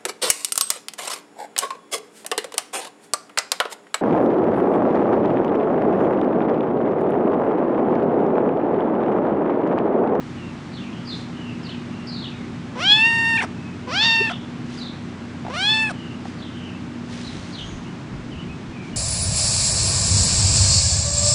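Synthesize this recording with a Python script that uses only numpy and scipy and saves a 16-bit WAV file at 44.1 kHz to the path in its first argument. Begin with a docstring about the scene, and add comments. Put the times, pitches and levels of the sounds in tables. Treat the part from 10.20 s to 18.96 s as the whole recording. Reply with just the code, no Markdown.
"""Kitten mewing on a lawn

A kitten mews three times close by: each mew slides up, holds, and cracks as the mouth closes. Its voice is a
stack of harmonics and breathy noise, both shaped by a moving throat. Small birds, made of gliding sines, chirp
in distant trees. A machine hums in wavering low sines with a faint whine, over soft outdoor noise. There are
noise rustles and low bumps, short ringing taps and one rising bloop."""
import sys
import numpy as np
from scipy import signal
from scipy.fft import rfft, irfft, next_fast_len
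from scipy.io import wavfile
from scipy.ndimage import uniform_filter1d

SR = 44100
rng = np.random.default_rng(int(sys.argv[2]) if len(sys.argv) > 2 else 0)


def wav_out(sig):
    """Save sig, one row per channel (or a flat mono array), as 16-bit PCM at SR to the path in sys.argv[1]."""
    wavfile.write(sys.argv[1], SR, np.round(np.clip(np.atleast_2d(sig).T, -1, 1) * 32767).astype(np.int16))


N = 386316
TIME = np.arange(N) / SR

# sudden jumps of the tiring voice: t/s, pitch jump (share of the pitch)
VOICE_CRACKS = [(3.143, -0.027), (3.18, -.15), (3.21, -.25), (3.231, .5), (4.073, -.05), (4.102, -.22),
                (5.675, -.04)]
CRACK_S = 0.0065     # half-width of each crack
TOP_HZ = 8840        # highest throat resonance


def from_db(db):
    """Turn decibels into gain."""
    return 10 ** (np.asarray(db) / 20)


def rms_one(x):
    """Scale a sound to an average power of 1."""
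    return x / np.sqrt(np.mean(x ** 2) + 1e-20)


def in_time(rows, t):
    """Read each column of a curve table at the times t, with straight lines between its points."""
    s, *columns = np.transpose(rows)
    return [np.interp(t, s, c) for c in columns]


def at_hz(points, hz):
    """Read a spectrum in dB, with straight lines between its points on a log-frequency axis."""
    f, db = np.transpose(points)
    return np.interp(np.log(np.maximum(hz, 1)), np.log(f), db)


def bump(x, centre, width):
    """A bell shape of height 1, along frequency or time."""
    return np.exp(-((x - centre) / width) ** 2)


def swell(t, at, rise, fall):
    """A smooth rise to 1 and a smooth fall, each half of a bell."""
    return bump(t, at, np.where(t < at, rise, fall))


def span(start, end, fade=0.006):
    """The sample times from start to end, and a gate with soft ends (fade in s)."""
    t = np.arange(start, end, 1 / SR)
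    return t, np.clip(np.minimum(t - t[0], t[-1] - t) / fade, 0, 1)


def drift(rate_hz, size):
    """A smooth random wander of spread about 1: noise that weakens steeply above rate_hz."""
    length = 2 ** 19 if size > SR else 2 ** 16
    freqs = np.fft.rfftfreq(length, 1 / SR)
    white = rng.standard_normal((2, len(freqs)))
    spectrum = (white[0] + 1j * white[1]) / (1 + (freqs / rate_hz) ** 4)
    return rms_one(irfft(spectrum))[:size]


def noise(spectrum):
    """Steady noise of power 1, coloured by weighting the frequencies of white noise."""
    size = next_fast_len(N, True)
    colour = from_db(at_hz(spectrum, np.fft.rfftfreq(size, 1 / SR)))
    return rms_one(irfft(rfft(rng.standard_normal(size)) * colour, size)[:N])


def tone(pitch):
    """A sine that follows a pitch: adding up the pitch gives its phase."""
    return np.sin(2 * np.pi * np.cumsum(pitch) / SR)


def add(out, start, sound):
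    """Mix a sound in at a time."""
    at = max(int(start * SR), 0)
    out[at:at + len(sound)] += sound[:max(N - at, 0)]


def scatter(x, t60):
    """Diffuse echo from trees and walls: a noise tail that fades by 60 dB in t60 seconds."""
    t = np.arange(SR // 2) / SR
    tail = rng.standard_normal(len(t)) * from_db(-60 * t / t60)
    return signal.fftconvolve(x, tail / np.linalg.norm(tail))[:N]


def hum(waver_db=1.87, wander=0.0042, whine_spread_hz=40, late_db=-3.0, whine_hz=7640, whine_db=-68):
    """Low machine tones that waver and ease off near the end, and a faint high whine of unsteady pitch."""
    # low tones before the wavering and easing: f/Hz, level/dB
    hum_tones = [(60, -57.5), (91, -46), (120, -47), (180, -46), (240, -37.5)]
    low = np.zeros(N)
    for hz, level_db in hum_tones:
        sine = tone(hz * (1 + wander * drift(2.86, N)))
        low += np.sqrt(2) * from_db(level_db + waver_db * drift(1.3, N)) * sine
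    easing = from_db(np.interp(TIME, [6.8, 7.6], [0, late_db]))
    whine = tone(whine_hz + whine_spread_hz * drift(60, N))
    return low * easing + from_db(whine_db) * whine


def outdoor_air(level_db=-33.5):
    """Distant outdoor noise, strongest in the low tones."""
    # relative colour of the noise: f/Hz, density/dB per Hz
    air_colour = [(20, -23), (45, -20), (75, -18.5), (105, -2.5), (130, 2.5), (200, 1), (300, -1.5),
                  (380, -7), (480, -15), (1100, -16.5), (2200, -21.5), (4000, -28.5), (6500, -35),
                  (10000, -46.5)]
    return from_db(level_db) * noise(air_colour)


def bird_note(length, from_hz, to_hz, depth_hz, swell_db=0, trill_hz=220, pulse_hz=70, pulse_db=3.5, bend=1.4):
    """A whistle that glides fast and then levels out, with a quick uneven trill in pitch and strength."""
    u = np.linspace(0, 1, max(int(length * SR), 2))   # share of the note that has passed
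    glide = to_hz + (from_hz - to_hz) * (1 - u) ** bend
    pitch = glide + depth_hz * np.tanh(drift(trill_hz, len(u)))
    arch = np.sqrt(np.abs(np.sin(np.pi * u)))
    strength = arch * from_db(swell_db * u + pulse_db * drift(pulse_hz, len(u)))
    return rms_one(strength) * tone(pitch)


def birds(direct_db=2.5, echo_db=-0.5):
    """Chirps, warbles and a whistle, blurred by the echo that comes with distance."""
    # levels are those before the direct sound and echo are mixed
    # buzzy falling chirps: t/s, length/s, level/dB, start f/Hz, end f/Hz
    chirps = [(0.515, .13, -46, 4710, 2880), (.848, .07, -43.5, 5050, 4550),
              (0.885, .08, -36.5, 4310, 3730), (1.427, 0.053, -44.5, 5460, 3870),
              (1.486, 0.047, -42.5, 4510, 3160), (1.862, .07, -41, 5050, 4550),
              (1.89, .15, -40, 4440, 3960), (2.014, .07, -37.5, 3900, 3100), (4.04, .13, -39, 3980, 3074),
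              (4.567, .15, -40.5, 4800, 3530), (6.171, .14, -47, 4600, 3040),
              (7.019, .09, -43.5, 4300, 3650), (7.325, 0.048, -41, 4660, 3850),
              (7.371, .062, -36, 3590, 3110)]
    # soft warbles: t/s, length/s, level/dB, start f/Hz, end f/Hz, trill depth/Hz
    warbles = [(0.147, 0.16, -50.5, 2970, 2665, 80), (0.624, .1, -48.5, 2790, 2400, 280),
               (.72, 0.13, -50.5, 2900, 3040, 350), (1.142, 0.24, -47, 3040, 2670, 155),
               (1.409, 0.19, -46.5, 2950, 2760, 320), (1.717, 0.15, -51, 2750, 2840, 98),
               (2.071, .19, -51.5, 2805, 2030, 156), (3.332, 0.22, -52.5, 2617, 2550, 45),
               (5.722, 0.24, -49.5, 3060, 2750, 145), (6.303, .28, -47.5, 3145, 2675, 263),
               (7.31, 0.29, -55, 6260, 6400, 490), (7.645, .05, -51, 2530, 3000, 55),
               (8.528, .18, -48.5, 2520, 2300, 100), (8.728, .03, -46, 2940, 2860, 20)]
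    # one clear swooping whistle: t/s, f/Hz, level/dB
    whistle = [(8.112, 3250, -40), (8.16, 2464, -54), (8.2, 3020, -41), (8.25, 2110, -66),
               (8.297, 2540, -45.5), (8.345, 2560, -47)]
    chirp_trill_depth_hz, chirp_swell_db = 434, 3.5   # each chirp grows louder as it falls
    out = np.zeros(N)
    for start, length, level_db, from_hz, to_hz in chirps:
        note = bird_note(length, from_hz, to_hz, chirp_trill_depth_hz, chirp_swell_db)
        add(out, start, from_db(level_db) * note)
    for start, length, level_db, from_hz, to_hz, depth_hz in warbles:
        add(out, start, from_db(level_db) * bird_note(length, from_hz, to_hz, depth_hz))
    t, gate = span(whistle[0][0], whistle[-1][0])
    pitch, level_db = in_time(whistle, t)
    add(out, t[0], gate * from_db(level_db) * tone(pitch))
    return from_db(direct_db) * out + from_db(echo_db) * scatter(out, t60=0.49)


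def rustling(crackle_db=1.5):
    """Rustles of cloth and grass: swells of noise made grainy by a fast random flicker in level."""
    # rustles: t/s at the loudest, rise/s, fall/s, level/dB before the flicker
    rustles = [(1.0, .11, 0.043, -47.5), (4.55, 0.067, 0.097, -45), (6.06, .02, 0.099, -49),
               (6.94, 0.063, 0.55, -42.5), (8.66, .035, .09, -50.5)]
    # relative colour of the rubbing: f/Hz, density/dB per Hz
    rustle_colour = [(300, -17), (1200, 0.5), (3500, 3.5), (6000, -1.5), (10000, -13.5)]
    rubbing = sum(from_db(level_db) * swell(TIME, at, rise, fall) for at, rise, fall, level_db in rustles)
    return rubbing * from_db(crackle_db * drift(150, N)) * noise(rustle_colour)


def gesture(t, row, pitch_curve, strain_s=0.022):
    """The jaw opens wide and eases shut, then the voice cracks and collapses: pitch, rasp and throat shape."""
    start, widest, collapses, end, closing_s, width_hz, upper_hz, upper_db, top_db, held_db, strain_db = row

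    # the stages of the mew, each as a curve between 0 and 1
    creak = bump(t, start, 0.035)   # it begins as a low, muffled creak
    opening = np.clip((t - start) / (widest - start), 0, 1)
    wide = bump(t, widest, closing_s)
    lips_part, lips_spread = 0.55, 0.096   # when and how gradually, as shares of the opening time
    shut = 0.5 - 0.5 * np.tanh(0.5 * (opening - lips_part) / lips_spread)
    lips_meet = bump(t, collapses, 0.052)
    collapse = np.clip((t - collapses) / (end - collapses), 0, 1)
    limp = np.minimum(collapse / 0.41, 1)   # the mouth is limp before the collapse is over

    pitch = in_time(pitch_curve, t)[0] * (1 - 0.1 * creak)
    # folds rasp when held, strained, slack at low pitch, creaking or collapsing
    slack_hz, slack_db, slack_db_per_hz = 520, -7, -0.065
    rasp = from_db(held_db) + from_db(strain_db) * bump(t, widest, strain_s)
    rasp = rasp + from_db(slack_db + slack_db_per_hz * (pitch - slack_hz))
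    rasp = rasp + from_db(-8) * creak + from_db(-1) * limp

    cracks = sum(jump * bump(t, at, CRACK_S) for at, jump in VOICE_CRACKS)
    pitch = pitch * (1 + cracks) * (1 - 0.32 * collapse)

    # the mouth resonance follows the jaw; nearly shut lips damp it, which widens it
    mouth_start_hz, mouth_wide_hz, mouth_held_hz, mouth_end_hz = 1350, 3370, 2370, 1090
    rising_hz = mouth_wide_hz + (mouth_start_hz - mouth_wide_hz) * (1 - opening) ** 2
    easing_hz = mouth_held_hz + (mouth_wide_hz - mouth_held_hz) * wide
    mouth_hz = np.where(t < widest, rising_hz, easing_hz)
    mouth_hz = mouth_hz + (mouth_end_hz - mouth_hz) * limp
    mouth_width_hz = width_hz + 1600 * shut + 960 * limp

    # the upper resonance fades as the lips meet again
    upper_now_db = upper_db + 1.5 * shut + 1.5 * wide - 4.5 * lips_meet + 7 * limp
    top_now_db = top_db - 7.5 * shut - 13 * wide * (1 - shut)
    muffle_db_per_hz = -0.0015 * creak
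    shape = (mouth_hz, mouth_width_hz, np.full(len(t), upper_hz), upper_now_db, top_now_db, muffle_db_per_hz)
    return pitch, rasp, shape


def throat(hz, mouth_hz, width_hz, upper_hz, upper_db, top_db, muffle_db_per_hz, shut_width_hz=1700):
    """Complex gain of voice and throat: a sharp resonance moving with the jaw, broad ones above, and a notch."""
    # strength of the voice source: f/Hz, level/dB
    larynx = [(150, -18), (450, 5.5), (900, 0.5), (1800, -2), (2700, 0), (3600, -1), (5400, -1),
              (6300, -3.5), (7300, -1), (10000, -4)]
    mouth = 1 / (1 - (hz / mouth_hz) ** 2 + 1j * hz * width_hz / mouth_hz ** 2)
    upper = upper_db * bump(hz, upper_hz, 510) + top_db * bump(hz, TOP_HZ, 1500)
    # a nearly shut mouth is heavily damped and sends the sound through the nose
    shut = np.clip(width_hz / shut_width_hz, 0, 1)
    nose = 10 * shut * bump(hz, 5750, 530)
    notch = -14 * (1 - shut) * bump(hz, 6050, 200)
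    return mouth * from_db(at_hz(larynx, hz) + upper + nose + notch + muffle_db_per_hz * hz)


def mew(row, pitch_curve, loudness, second_db=6.5, quiver=0.0034, jitter=0.044, shimmer=0.29,
        hiss_damping=3.3, flutter_db=3.0, glide_s=0.0037, even_s=0.012, count=20):
    """Vocal fold pulses and the turbulence that they let through, both shaped by the throat."""
    # turbulence at the folds, brighter than the voice: f/Hz, level/dB
    turbulence = [(300, 8.5), (1200, 21.5), (2300, 18), (3500, 24), (5000, 20.5), (8000, 27.5)]
    t, gate = span(row[0], row[3])
    pitch, rasp, shape = gesture(t, row, pitch_curve)
    # the larynx has inertia, so pitch turns are rounded
    pitch = uniform_filter1d(pitch, max(int(glide_s * SR), 1), mode="nearest")
    # slack folds beat unevenly in both period and strength
    pitch = pitch * (1 + quiver * drift(62, len(t)) + jitter * rasp * drift(350, len(t)))
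    phase = 2 * np.pi * np.cumsum(pitch) / SR
    uneven_strength = 1 + shimmer * rasp * drift(300, len(t))

    k = np.arange(1, count + 1)[:, None]   # harmonic numbers
    harmonic_hz = k * pitch
    # the lowest throat resonance rides on the second harmonic
    gains = throat(harmonic_hz, *shape) * from_db(second_db * (k == 2)) * (harmonic_hz < SR / 4)
    # the higher a harmonic, the more its strength flutters
    flutter = np.array([drift(46, len(t)) for _ in k])
    gains = gains * from_db(flutter_db * harmonic_hz / TOP_HZ * flutter)
    harmonics = np.real(gains * np.exp(1j * k * phase))
    voice = np.sqrt(2) * harmonics.sum(axis=0) * uneven_strength

    # air escapes while the folds are open, which also damps the mouth resonance
    puffs = rng.standard_normal(len(t)) * (1 + 0.63 * np.cos(phase)) * rasp
    hz, frames, bins = signal.stft(puffs, SR, nperseg=256)
    hz = hz[:, None]
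    mouth_hz, width_hz, *higher = [np.interp(t[0] + frames, t, control) for control in shape]
    colour = from_db(at_hz(turbulence, hz)) * throat(hz, mouth_hz, hiss_damping * width_hz, *higher)
    hiss = signal.istft(bins * colour, SR)[1][:len(t)]
    sound = voice + hiss

    # the level is evened, then follows the loudness curve; it dips where the pitch cracks downward
    downward = sum(jump * bump(t, at, CRACK_S) for at, jump in VOICE_CRACKS if jump < 0)
    level_db = in_time(loudness, t)[0] + 14.5 * downward
    power = uniform_filter1d(sound ** 2, max(int(even_s * SR), 1))
    return from_db(level_db) * gate * sound / np.sqrt(power + 1e-12)


def kitten():
    """The three mews, each with its own mouth movement, pitch slide and loudness."""
    # one row a mew: start t/s, jaw widest t/s, voice collapses t/s, end t/s, jaw closing time/s,
    # basic mouth resonance width/Hz, upper resonance f/Hz, basic upper resonance level/dB,
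    # basic top resonance level/dB, rasp of the held note/dB, extra rasp of the strain at the widest/dB
    mews = [ (2.552, 2.709, 3.212, 3.255, 0.12, 230, 4780, 0.5, 4, -31, -27),
            (3.668, 3.841, 4.094, 4.128, 0.17, 383, 4740, 6, 1, -23, -16),
            (5.293, 5.501, 5.69, 5.724, 0.11, 396, 4350, 3, 9.5, -29.5, -35)]
    # one curve a mew, sliding up to a held note, before creak, cracks and collapse: t/s, f/Hz
    pitch_curves = [
        [(2.58, 534), (2.59, 520), (2.608, 624), (2.624, 687), (2.652, 762), (2.698, 828), (2.774, 870),
         (2.868, 920.5), (3.13, 916)],
        [(3.69, 549), (3.706, 531.6), (3.712, 557), (3.724, 644), (3.768, 784), (3.824, 897), (3.862, 917),
         (4.026, 902), (4.06, 904)],
        [(5.33, 551), (5.346, 617), (5.354, 573), (5.366, 681), (5.376, 707), (5.448, 824), (5.516, 875),
         (5.626, 881.6), (5.69, 864)],
    ]
    # one curve a mew, before the dips at the cracks: t/s, level/dB
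    loudness_curves = [
        [(2.55, -44), (2.558, -35), (2.722, -8.5), (2.774, -17.5), (2.838, -12), (2.898, -18), (3.018, -19.5),
         (3.188, -18), (3.238, -24), (3.255, -30)],
        [(3.668, -49), (3.676, -33.5), (3.768, -20.5), (3.83, -15), (4.03, -18.5), (4.118, -26.5), (4.128, -38)],
        [(5.293, -35), (5.301, -29.5), (5.325, -36), (5.339, -29.5), (5.489, -16), (5.569, -19), (5.631, -18.5),
         (5.717, -29.5), (5.724, -49.5)],
    ]
    out = np.zeros(N)
    for row, pitch_curve, loudness in zip(mews, pitch_curves, loudness_curves):
        add(out, row[0], mew(row, pitch_curve, loudness))
    return out


def soft_taps(grit=0.42, grit_hz=1400, decay_s=0.0043):
    """Soft taps and mouth clicks: a sine with a little dull noise, both dying away very fast."""
    # taps: t/s, level/dB of the sine at its start, f/Hz
    taps = [(2.56, -27, 840), (3.676, -30, 1120), (4.134, -28, 1260), (5.25, -24, 700), (5.266, -23, 870),
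            (5.282, -22, 724), (6.055, -27, 790)]
    out = np.zeros(N)
    age = np.arange(SR // 10) / SR
    dull = signal.butter(2, grit_hz, fs=SR, output="sos")
    for start, level_db, hz in taps:
        dull_noise = rms_one(signal.sosfilt(dull, rng.standard_normal(len(age))))
        ring = np.sin(2 * np.pi * hz * age) + grit * dull_noise
        add(out, start, from_db(level_db) * ring * np.exp(-age / decay_s))
    return out


def bloop(at_s=4.014, swell_s=0.00885, middle_hz=404, rise_hz_per_s=5400, level_db=-17.5):
    """A short bloop: a sine that rises in pitch while it swells and fades."""
    out = np.zeros(N)
    t, gate = span(at_s - 2 * swell_s, at_s + 2 * swell_s)
    rising = tone(middle_hz + rise_hz_per_s * (t - at_s))
    add(out, t[0], from_db(level_db) * gate * bump(t, at_s, swell_s) * rising)
    return out


def handling(rise_s=0.043, fall_s=0.043):
    """Soft bumps of handling: short swells of low rumbling noise."""
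    # bumps: t/s at the loudest, level/dB
    handling_bumps = [(6.85, -51), (7.09, -42), (7.18, -42), (7.44, -36.5), (7.56, -34.5), (7.95, -36),
                      (8.03, -39), (8.15, -36), (8.31, -34.5), (8.49, -39), (8.75, -42)]
    # relative colour of the rumble: f/Hz, density/dB per Hz
    rumble_colour = [(15, -11), (35, -9), (60, 0), (100, -1), (200, -32), (1000, -78)]
    strength = sum(from_db(level_db) * swell(TIME, at, rise_s, fall_s) for at, level_db in handling_bumps)
    return strength * noise(rumble_colour)


def scene(echo_db=-18.0):
    """The kitten is close and almost dry; the other sounds are added around it."""
    background = hum() + outdoor_air() + birds() + rustling()
    voice = kitten()
    voice_echo = from_db(echo_db) * scatter(voice, t60=0.3)
    small_sounds = soft_taps() + bloop() + handling()
    return (background + voice + voice_echo + small_sounds)[None]


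def record(dry, cutoff_hz=10100):
    """The top is cut steeply by a low-pass filter."""
    low_pass = signal.ellip(12, 0.2, 80, cutoff_hz, fs=SR, output="sos")   # ripple and stop level in dB
    return signal.sosfilt(low_pass, dry)


dry = scene()
out = record(dry)
wav_out(out)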